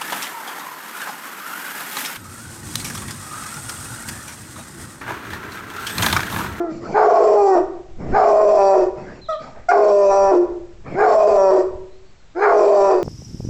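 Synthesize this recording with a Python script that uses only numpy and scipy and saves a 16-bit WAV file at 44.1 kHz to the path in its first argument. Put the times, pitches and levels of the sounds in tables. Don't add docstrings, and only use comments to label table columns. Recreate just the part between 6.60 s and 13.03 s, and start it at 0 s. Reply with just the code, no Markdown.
import sys
import numpy as np
from scipy import signal
from scipy.fft import rfft, irfft, next_fast_len
from scipy.io import wavfile
from scipy.ndimage import uniform_filter1d, map_coordinates

SR = 44100
rng = np.random.default_rng(int(sys.argv[2]) if len(sys.argv) > 2 else 0)


def inscribe(sig):
    pcm = np.round(np.clip(np.atleast_2d(sig).T, -1, 1) * 32767)
    wavfile.write(sys.argv[1], SR, pcm.astype(np.int16))


N = 283563


def amp(db):
    return 10 ** (np.asarray(db) / 20)


def unit(x):
    return x / np.sqrt(np.mean(x ** 2) + 1e-20)


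def along(points, hz):
    f, v = np.transpose(points)
    return np.interp(np.log(np.abs(hz) + 1), np.log(f + 1), v)


def ramp(t, start, end):
    return np.clip((t - start) / max(end - start, 1e-3), 0, 1)


def morph(states, shares):
    now = np.reshape(states[0], (-1, 1))
    for state, share in zip(states[1:], shares):
        now = now + share * (np.reshape(state, (-1, 1)) - now)
    return now


def phase(hz):
    return 2 * np.pi * np.cumsum(hz) / SR


def wobble(t, knots_per_s):
    knots = rng.standard_normal(int(len(t) * knots_per_s / SR) + 4)
    return map_coordinates(knots, [np.arange(len(t)) * knots_per_s / SR])


def filtered(x, response):
    size = next_fast_len(len(x) + 8192)
    return irfft(rfft(x, size) * response(np.fft.rfftfreq(size, 1 / SR)), size)[:len(x)]


def noise(t, spectrum):
    return unit(filtered(rng.standard_normal(len(t)), lambda hz: amp(along(spectrum, hz))))


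def sliding_noise(t, spectrum, scale):
    place = np.cumsum(scale)
    return map_coordinates(noise(np.arange(int(place[-1]) + 4), spectrum), [place])


def resonant_noise(t, hz, width_hz):
    def response(f):
        peak = 1j * f * width_hz / (hz * hz - f * f + 1j * f * width_hz)
        return peak ** 2 * np.minimum(f / (.84 * hz), 1) ** 4
    return unit(filtered(rng.standard_normal(len(t)), response))


def patchy(x, depth_db):
    spectra = signal.stft(x, nperseg=512)[2]
    patches = uniform_filter1d(rng.standard_normal(spectra.shape), size=4, axis=0)
    patches = unit(uniform_filter1d(patches, size=9, axis=1))
    return unit(signal.istft(spectra * amp(depth_db * patches), nperseg=512)[1][:len(x)])


def play(source, events, rise_s, fall_s):
    out = np.zeros(N)
    for start, end, *traits in events:
        i = np.arange(max(int(start * SR), 0), min(int((end + fall_s) * SR), N))
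        t = i / SR
        envelope = ramp(t, start, start + rise_s) * np.clip((end - t) / fall_s + .5, 0, 1)
        out[i] += source(t, start, end, *traits) * envelope
    return out


# frequency in Hz, relative level in dB.
AIR_SPECTRUM = [(50, -25), (120, -14.5), (220, -18.5), (700, -21), (2500, -27), (3000, -29), (8000, -34)]
BUFFET_SPECTRUM = [(8, 5), (22, -8), (45, -7.5), (90, -13), (200, -25), (600, -59.5)]
# peak time in seconds, half-length in seconds, rise in dB.
WIND_GUSTS = [(1.251, 0.34, 7), (1.514, .07, 17.5), (2.0, 0.45, 9), (3.57, .14, 5), (4.25, 1, 6.5),
              (5.164, 0.086, 7.5)]


def breeze(air_db=-56, lull_db=-46, lumps_db=2):
    t = np.arange(N) / SR
    air = amp(air_db) * noise(t, AIR_SPECTRUM)
    gust_db = sum(db * np.exp(-((t - peak_s) / half_s) ** 2) for peak_s, half_s, db in WIND_GUSTS)
    return air + amp(lull_db + gust_db + lumps_db * wobble(t, 12)) * noise(t, BUFFET_SPECTRUM)


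# frequency in Hz, time to decay by 60 dB in seconds.
YARD_DECAY = [(150, 0.93), (400, 0.64), (700, 0.57), (2000, 0.6), (7000, 0.42)]


def yard(x, tail_db=-10, walls_db=-14, echoes=8):
    hz, t, spectra = signal.stft(rng.standard_normal(SR), SR, nperseg=256)
    decay = amp(-60 * t / along(YARD_DECAY, hz)[:, None])
    tail = signal.istft(spectra * decay * ramp(t, 0, .03), SR, nperseg=256)[1]
    delays_s = rng.uniform(.0037, .038, size=echoes)
    walls = np.bincount((delays_s * SR).astype(int), rng.standard_normal(echoes), len(tail))
    impulse = amp(tail_db) * tail / np.linalg.norm(tail) + amp(walls_db) * walls / np.linalg.norm(walls)
    return signal.fftconvolve(x, impulse)[:N]


# start and end in seconds, first, middle and last pitch in Hz, level in dB.
WHINE_ARCHES = [(2.613, 2.675, 4104, 3940, 2970, -46.5), (2.689, 2.736, 3284, 3770, 4230, -42.5),
                (2.722, 2.74, 3600, 3270, 3025, -45), (5.23, 5.73, 3450, 4483, 3456, -73)]


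def whine(t, start, end, first_hz, middle_hz, last_hz, level_db, flutter_db=4, jitter=.0026):
    arch = np.polyfit([0, .5, 1], [first_hz, middle_hz, last_hz], 2)
    pitch_hz = np.polyval(arch, ramp(t, start, end))
    gain = amp(level_db + flutter_db * wobble(t, 50))
    return gain * np.sin(phase(pitch_hz * (1 + jitter * wobble(t, 150))))


# frequency in Hz, relative level in dB.
GRUNT_SPECTRUM = [(40, -30.5), (120, -5), (210, -3.5), (330, -9), (600, -15.5), (1100, -30), (3000, -71)]
RASP_SPECTRUM = [(300, -4), (600, 10.5), (1000, -4), (1500, -2.5), (2200, -6.5), (3000, -21), (5000, -42)]
MUZZLE_SPECTRUM = [(1700, -17.5), (2250, -8), (2470, 9.5), (2750, -12.5), (3800, -13), (4300, -7),
                   (4700, 1.5), (5300, -3), (5680, 4.5), (6050, -2.5), (6800, -10.5), (7600, -1.5),
                   (8300, -14)]
# start and end in seconds, grunt, rasp and hiss levels in dB, swell over the gasp in dB.
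GASP_BREATHS = [(0.083, 0.203, -37, -50.5, -54.5, -3), (0.197, 0.342, -33, -36.5, -51.5, 8.5),
                (1.376, 1.538, -29, -43.5, -60, 5.5), (2.35, 2.6, -42, -42.5, -60.5, -3.5),
                (2.793, 2.934, -44.5, -43.5, -56, -14), (2.933, 3.042, -54.5, -45.5, -72, -6.5),
                (4.234, 4.359, -34, -38.5, -62, 10)]


def gasp(t, start, end, grunt_db, rasp_db, hiss_db, swell_db):
    grunt = amp(grunt_db) * noise(t, GRUNT_SPECTRUM)
    rasp = amp(rasp_db) * patchy(noise(t, RASP_SPECTRUM), depth_db=6)
    hiss = amp(hiss_db) * patchy(sliding_noise(t, MUZZLE_SPECTRUM, np.full(len(t), .94)), depth_db=4)
    return (grunt + rasp + hiss) * amp(swell_db * (ramp(t, start, end) - .5))


# start and end in seconds, pitch and glide in Hz, level and fade in dB,
# octave and overtones in dB relative to the fundamental.
YELP_CALLS = [(2.685, 2.767, 648.5, -44, -23.5, 8.5, -1, -19.5),
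              (3.085, 3.128, 713, 13.5, -9.5, 7.5, -7, -18)]


def yelp(t, start, end, hz, glide_hz, level_db, fade_db, octave_db, overtones_db, jitter=.016):
    progress = ramp(t, start, end)
    fold = phase((hz + glide_hz * progress) * (1 + jitter * wobble(t, 280)))
    overtones = .75 * np.sin(3 * fold) + .043 * np.sin(4 * fold) + .29 * noise(t, MUZZLE_SPECTRUM)
    tone = np.sin(fold) + amp(octave_db) * np.sin(2 * fold) + amp(overtones_db) * overtones
    return np.sqrt(2) * amp(level_db - fade_db * progress ** 2) * tone


# centre in Hz, width in Hz; from low to high.
THROAT_RESONANCES = [(435, 192), (660, 176), (850, 210), (1060, 130)]
# frequency in Hz, relative level in dB.
MOUTH_SPECTRUM = [(700, -53.5), (1000, -4), (1180, 10.5), (1370, 2), (1600, -10), (1850, -3.5), (2150, -31),
                  (3300, -64.5)]


def larynx(t, pitch_hz, levels_db, rough, jaw, rasp_db, ring_gain, jitter=.0413, wander=.0531,
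           shimmer_db=4, closed_hz=615, opening_hz=190, difference_db=-30, muzzle_db=-30.5):
    low_db, second_db, octave_db, bright_db = levels_db
    rough = np.clip(rough, 0, 1)
    shake = np.sqrt(rough)
    lock = np.clip((.2 - rough) / .095, 0, 1)
    slack = np.clip(1 - pitch_hz / 390, 0, .15)
    pitch_hz = pitch_hz * (1 + jitter * shake * wobble(t, 220) + .002 * wobble(t, 50))
    free_hz = (closed_hz + opening_hz * jaw) * (1 + wander * shake * wobble(t, 160))
    fold = phase(pitch_hz)
    second = phase(lock * 1.5 * pitch_hz + (1 - lock) * free_hz)
    puffs = 1 + .17 * np.cos(fold)

    def mix(tone, turbulence, noise_share):
        noise_share = np.clip(noise_share, 0, 1)
        shimmer = amp(shimmer_db * shake * wobble(t, 130) - rough)
        return np.sqrt(2 * (1 - noise_share)) * tone * shimmer + np.sqrt(noise_share) * turbulence

    def throat(tone, row, noisiness):
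        return mix(tone, resonant_noise(t, *THROAT_RESONANCES[row]), noisiness * rough)

    def overtones(spectrum, scale, noise_share, stop):
        k = np.arange(3, stop)[:, None]
        harmonics = amp(along(spectrum, k * pitch_hz / scale))
        sidebands = amp(along(spectrum, (k + .5) * pitch_hz / scale))
        sidebands *= np.minimum(amp(second_db - np.maximum(low_db, octave_db) + 1.5), 1.4)
        partials = harmonics * np.cos(k * fold) + sidebands * np.cos(second + (k - 1) * fold)
        tone = partials.sum(0) / np.sqrt((harmonics ** 2 + sidebands ** 2).sum(0))
        return mix(tone, puffs * sliding_noise(t, spectrum, scale), noise_share)

    difference_tone = amp(difference_db) * np.cos(second - fold)
    sum_db = (second_db + bright_db) / 2 - 1 - 3.6 * jaw
    voice = amp(low_db) * throat(np.sin(fold), row=0, noisiness=.64)
    voice += amp(second_db) * throat(np.cos(second) + difference_tone, row=1, noisiness=.62)
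    voice += amp(octave_db) * throat(np.cos(2 * fold), row=2, noisiness=.91)
    voice += amp(sum_db) * throat(np.cos(second + fold), row=3, noisiness=.4)
    voice += amp(bright_db) * overtones(MOUTH_SPECTRUM, 1 + .26 * jaw, 1.9 * rough + .025, stop=8)
    rasp = patchy(overtones(MUZZLE_SPECTRUM, 1 - .13 * jaw, 1.3 * rough + .26, stop=21), depth_db=3.5)
    rasp *= amp(muzzle_db + rasp_db - 43 * slack - .88 * jaw)
    ring = sum(amp(-9 * abs(k)) * np.cos(second + (13 + k / 2) * fold) for k in (-1, 0, 1))
    effort = np.sqrt(amp(2 * low_db) + amp(2 * second_db) + amp(2 * octave_db))
    return voice + effort * (rasp + ring_gain * ring)


# start and end in seconds, pitch and its drop in Hz, fade in dB per second,
# fundamental, octave and brightness in dB.
MOAN_CALLS = [(0, .125, 345, 45, 109, -19.5, -26.5, -34)]


def moan(t, start, end, hz, drop_hz, fade_db_per_s, low_db, octave_db, bright_db, second_db=-50):
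    pitch_hz = hz - drop_hz * ramp(t, start, end) ** 2
    start_db = np.array([low_db, second_db, octave_db, bright_db])[:, None]
    levels_db = start_db - fade_db_per_s * (t - start)
    return larynx(t, pitch_hz, levels_db, rough=.04, jaw=np.full(len(t), .12), rasp_db=-7, ring_gain=0)


# fundamental, second oscillation, octave and brightness in dB.
ONSET_MIX_DB = (-28.5, -47, -34.5, -40.5)
ROAR_MIX_DB = (-17.5, -15.5, -14.5, -18)
HOLD_MIX_DB = (-17, -12, -31.5, -39.5)
CALM_MIX_DB = (-16.5, -10, -37, -37.5)
NOTE_MIX_DB = (-17, -13.5, -22.5, -30.5)
BREAK_MIX_DB = (-12, -14, -18.5, -32)
END_MIX_DB = (-16, -27, -33, -40)
# start, end, roar, calm, lock and break times in seconds; pitch at roar, lock, break and
# end in Hz; jaw time constant in seconds, hoarseness factor, calmness 0-1; offsets in dB for roar
# second oscillation and octave offsets in dB; muzzle ring in dB.
BAY_CALLS = [(.325, 0.997, .375, 0.94, .755, .95, 427.8, 411.2, 369, 326, .16, 1.2, .05, -4.5, -1.2, -2, 5.5, -16, 5.5, -46),
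             (1.515, 2.26, 1.568, 1.794, 1.97, 2.13, 420, 394.6, 387.5, 366.6, 0.084, 0.94, .3, -4.5, -0.92, 1, 4, -1, 6.5, -39),
             (3.09, 3.801, 3.115, 3.295, 3.49, 3.705, 411.9, 393.3, 390.7, 347.2, .055, 0.835, 0.97, -2, -1.4, -4, -0.5, 0.5, 4, -28.5),
             (4.341, 5.021, 4.435, 4.6, 4.765, 4.905, 424, 391, 376.3, 377.2, .055, .9, .3, -5, -1.4, 3, -4, 2, -4.5, -32.5),
             (5.746, 6.417, 5.845, 6.43, 6.16, 6.29, 412.8, 395.7, 390.2, 363.5, .07, 1.05, 0.27, 1, -0.13, -1, 2.5, -2.5, -0.5, -43)]


def bay(t, start, end, roar_s, calm_s, lock_s, break_s, roar_hz, lock_hz, break_hz, end_hz,
        jaw_s, hoarseness, calmness, bright_db, rasp_db, lean_db, low_db, second_db, octave_db, ring_db,
        scoop=.27, flip_s=.024, settle_s=.055, waver_db=1.96, ring_fade_db_per_s=22.5):
    swell = ramp(t, start, roar_s)
    closing = 1 - np.exp(-np.maximum(t - roar_s, 0) / jaw_s)
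    jaw = morph([.7, 1, .02044], [swell, closing])[0]

    slump = ramp(t, break_s, end)
    glides = [swell * (2 - swell), ramp(t, roar_s, lock_s) ** 2.2,
              ramp(t, lock_s, break_s) ** 1.5, slump * (2 - slump)]
    pitch_hz = morph([roar_hz * (1 - scoop), roar_hz, lock_hz, break_hz, end_hz], glides)[0]

    calmed, locked, broken = (ramp(t, s, s + flip_s) for s in (calm_s, lock_s, break_s))
    settled = ramp(t, break_s + flip_s, break_s + flip_s + settle_s)
    after_roar = [closing, calmed * calmness, locked, broken, settled]
    roar_db = np.add(ROAR_MIX_DB, (0, 0, 0, bright_db))
    hold_db = np.add(HOLD_MIX_DB, (-lean_db, lean_db, 0, 0))
    note_db = np.add(NOTE_MIX_DB, (low_db, second_db, octave_db, 0))
    stage_db = [ONSET_MIX_DB, roar_db, hold_db, CALM_MIX_DB, note_db, BREAK_MIX_DB, END_MIX_DB]
    stage_rough = [.08, .582, .384, .025, .016, .49, .13]
    levels_db = morph(stage_db, [swell] + after_roar)
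    levels_db += waver_db * np.array([wobble(t, 18.2) for _ in levels_db])
    rough = hoarseness * morph(stage_rough, [swell ** 3] + after_roar)[0]

    ring_gain = (locked - broken) * amp(ring_db - ring_fade_db_per_s * (t - lock_s))
    return larynx(t, pitch_hz, levels_db, rough, jaw, rasp_db, ring_gain)


def scene(whine_send_db=7):
    dog = play(bay, BAY_CALLS, rise_s=.023, fall_s=.05)
    dog += play(moan, MOAN_CALLS, rise_s=.0035, fall_s=.024)
    dog += play(yelp, YELP_CALLS, rise_s=.007, fall_s=.028)
    dog += play(gasp, GASP_BREATHS, rise_s=.035, fall_s=.024)
    whines = play(whine, WHINE_ARCHES, rise_s=.0062, fall_s=.01)
    echoes = yard(dog + amp(whine_send_db) * whines)
    return (dog + whines + echoes + breeze())[None]


def record(dry, drive_db=1, ceiling_db=-12, window_s=.02, top_hz=7950):
    driven = dry[0] * amp(drive_db)
    rms = np.sqrt(np.abs(uniform_filter1d(driven ** 2, int(window_s * SR))))
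    gain = (1 + (rms / amp(ceiling_db)) ** 8) ** (-1 / 8)
    return filtered(driven * gain, lambda hz: 1 / np.sqrt(1 + (hz / top_hz) ** 100))[None]


dry = scene()
out = record(dry)
inscribe(out)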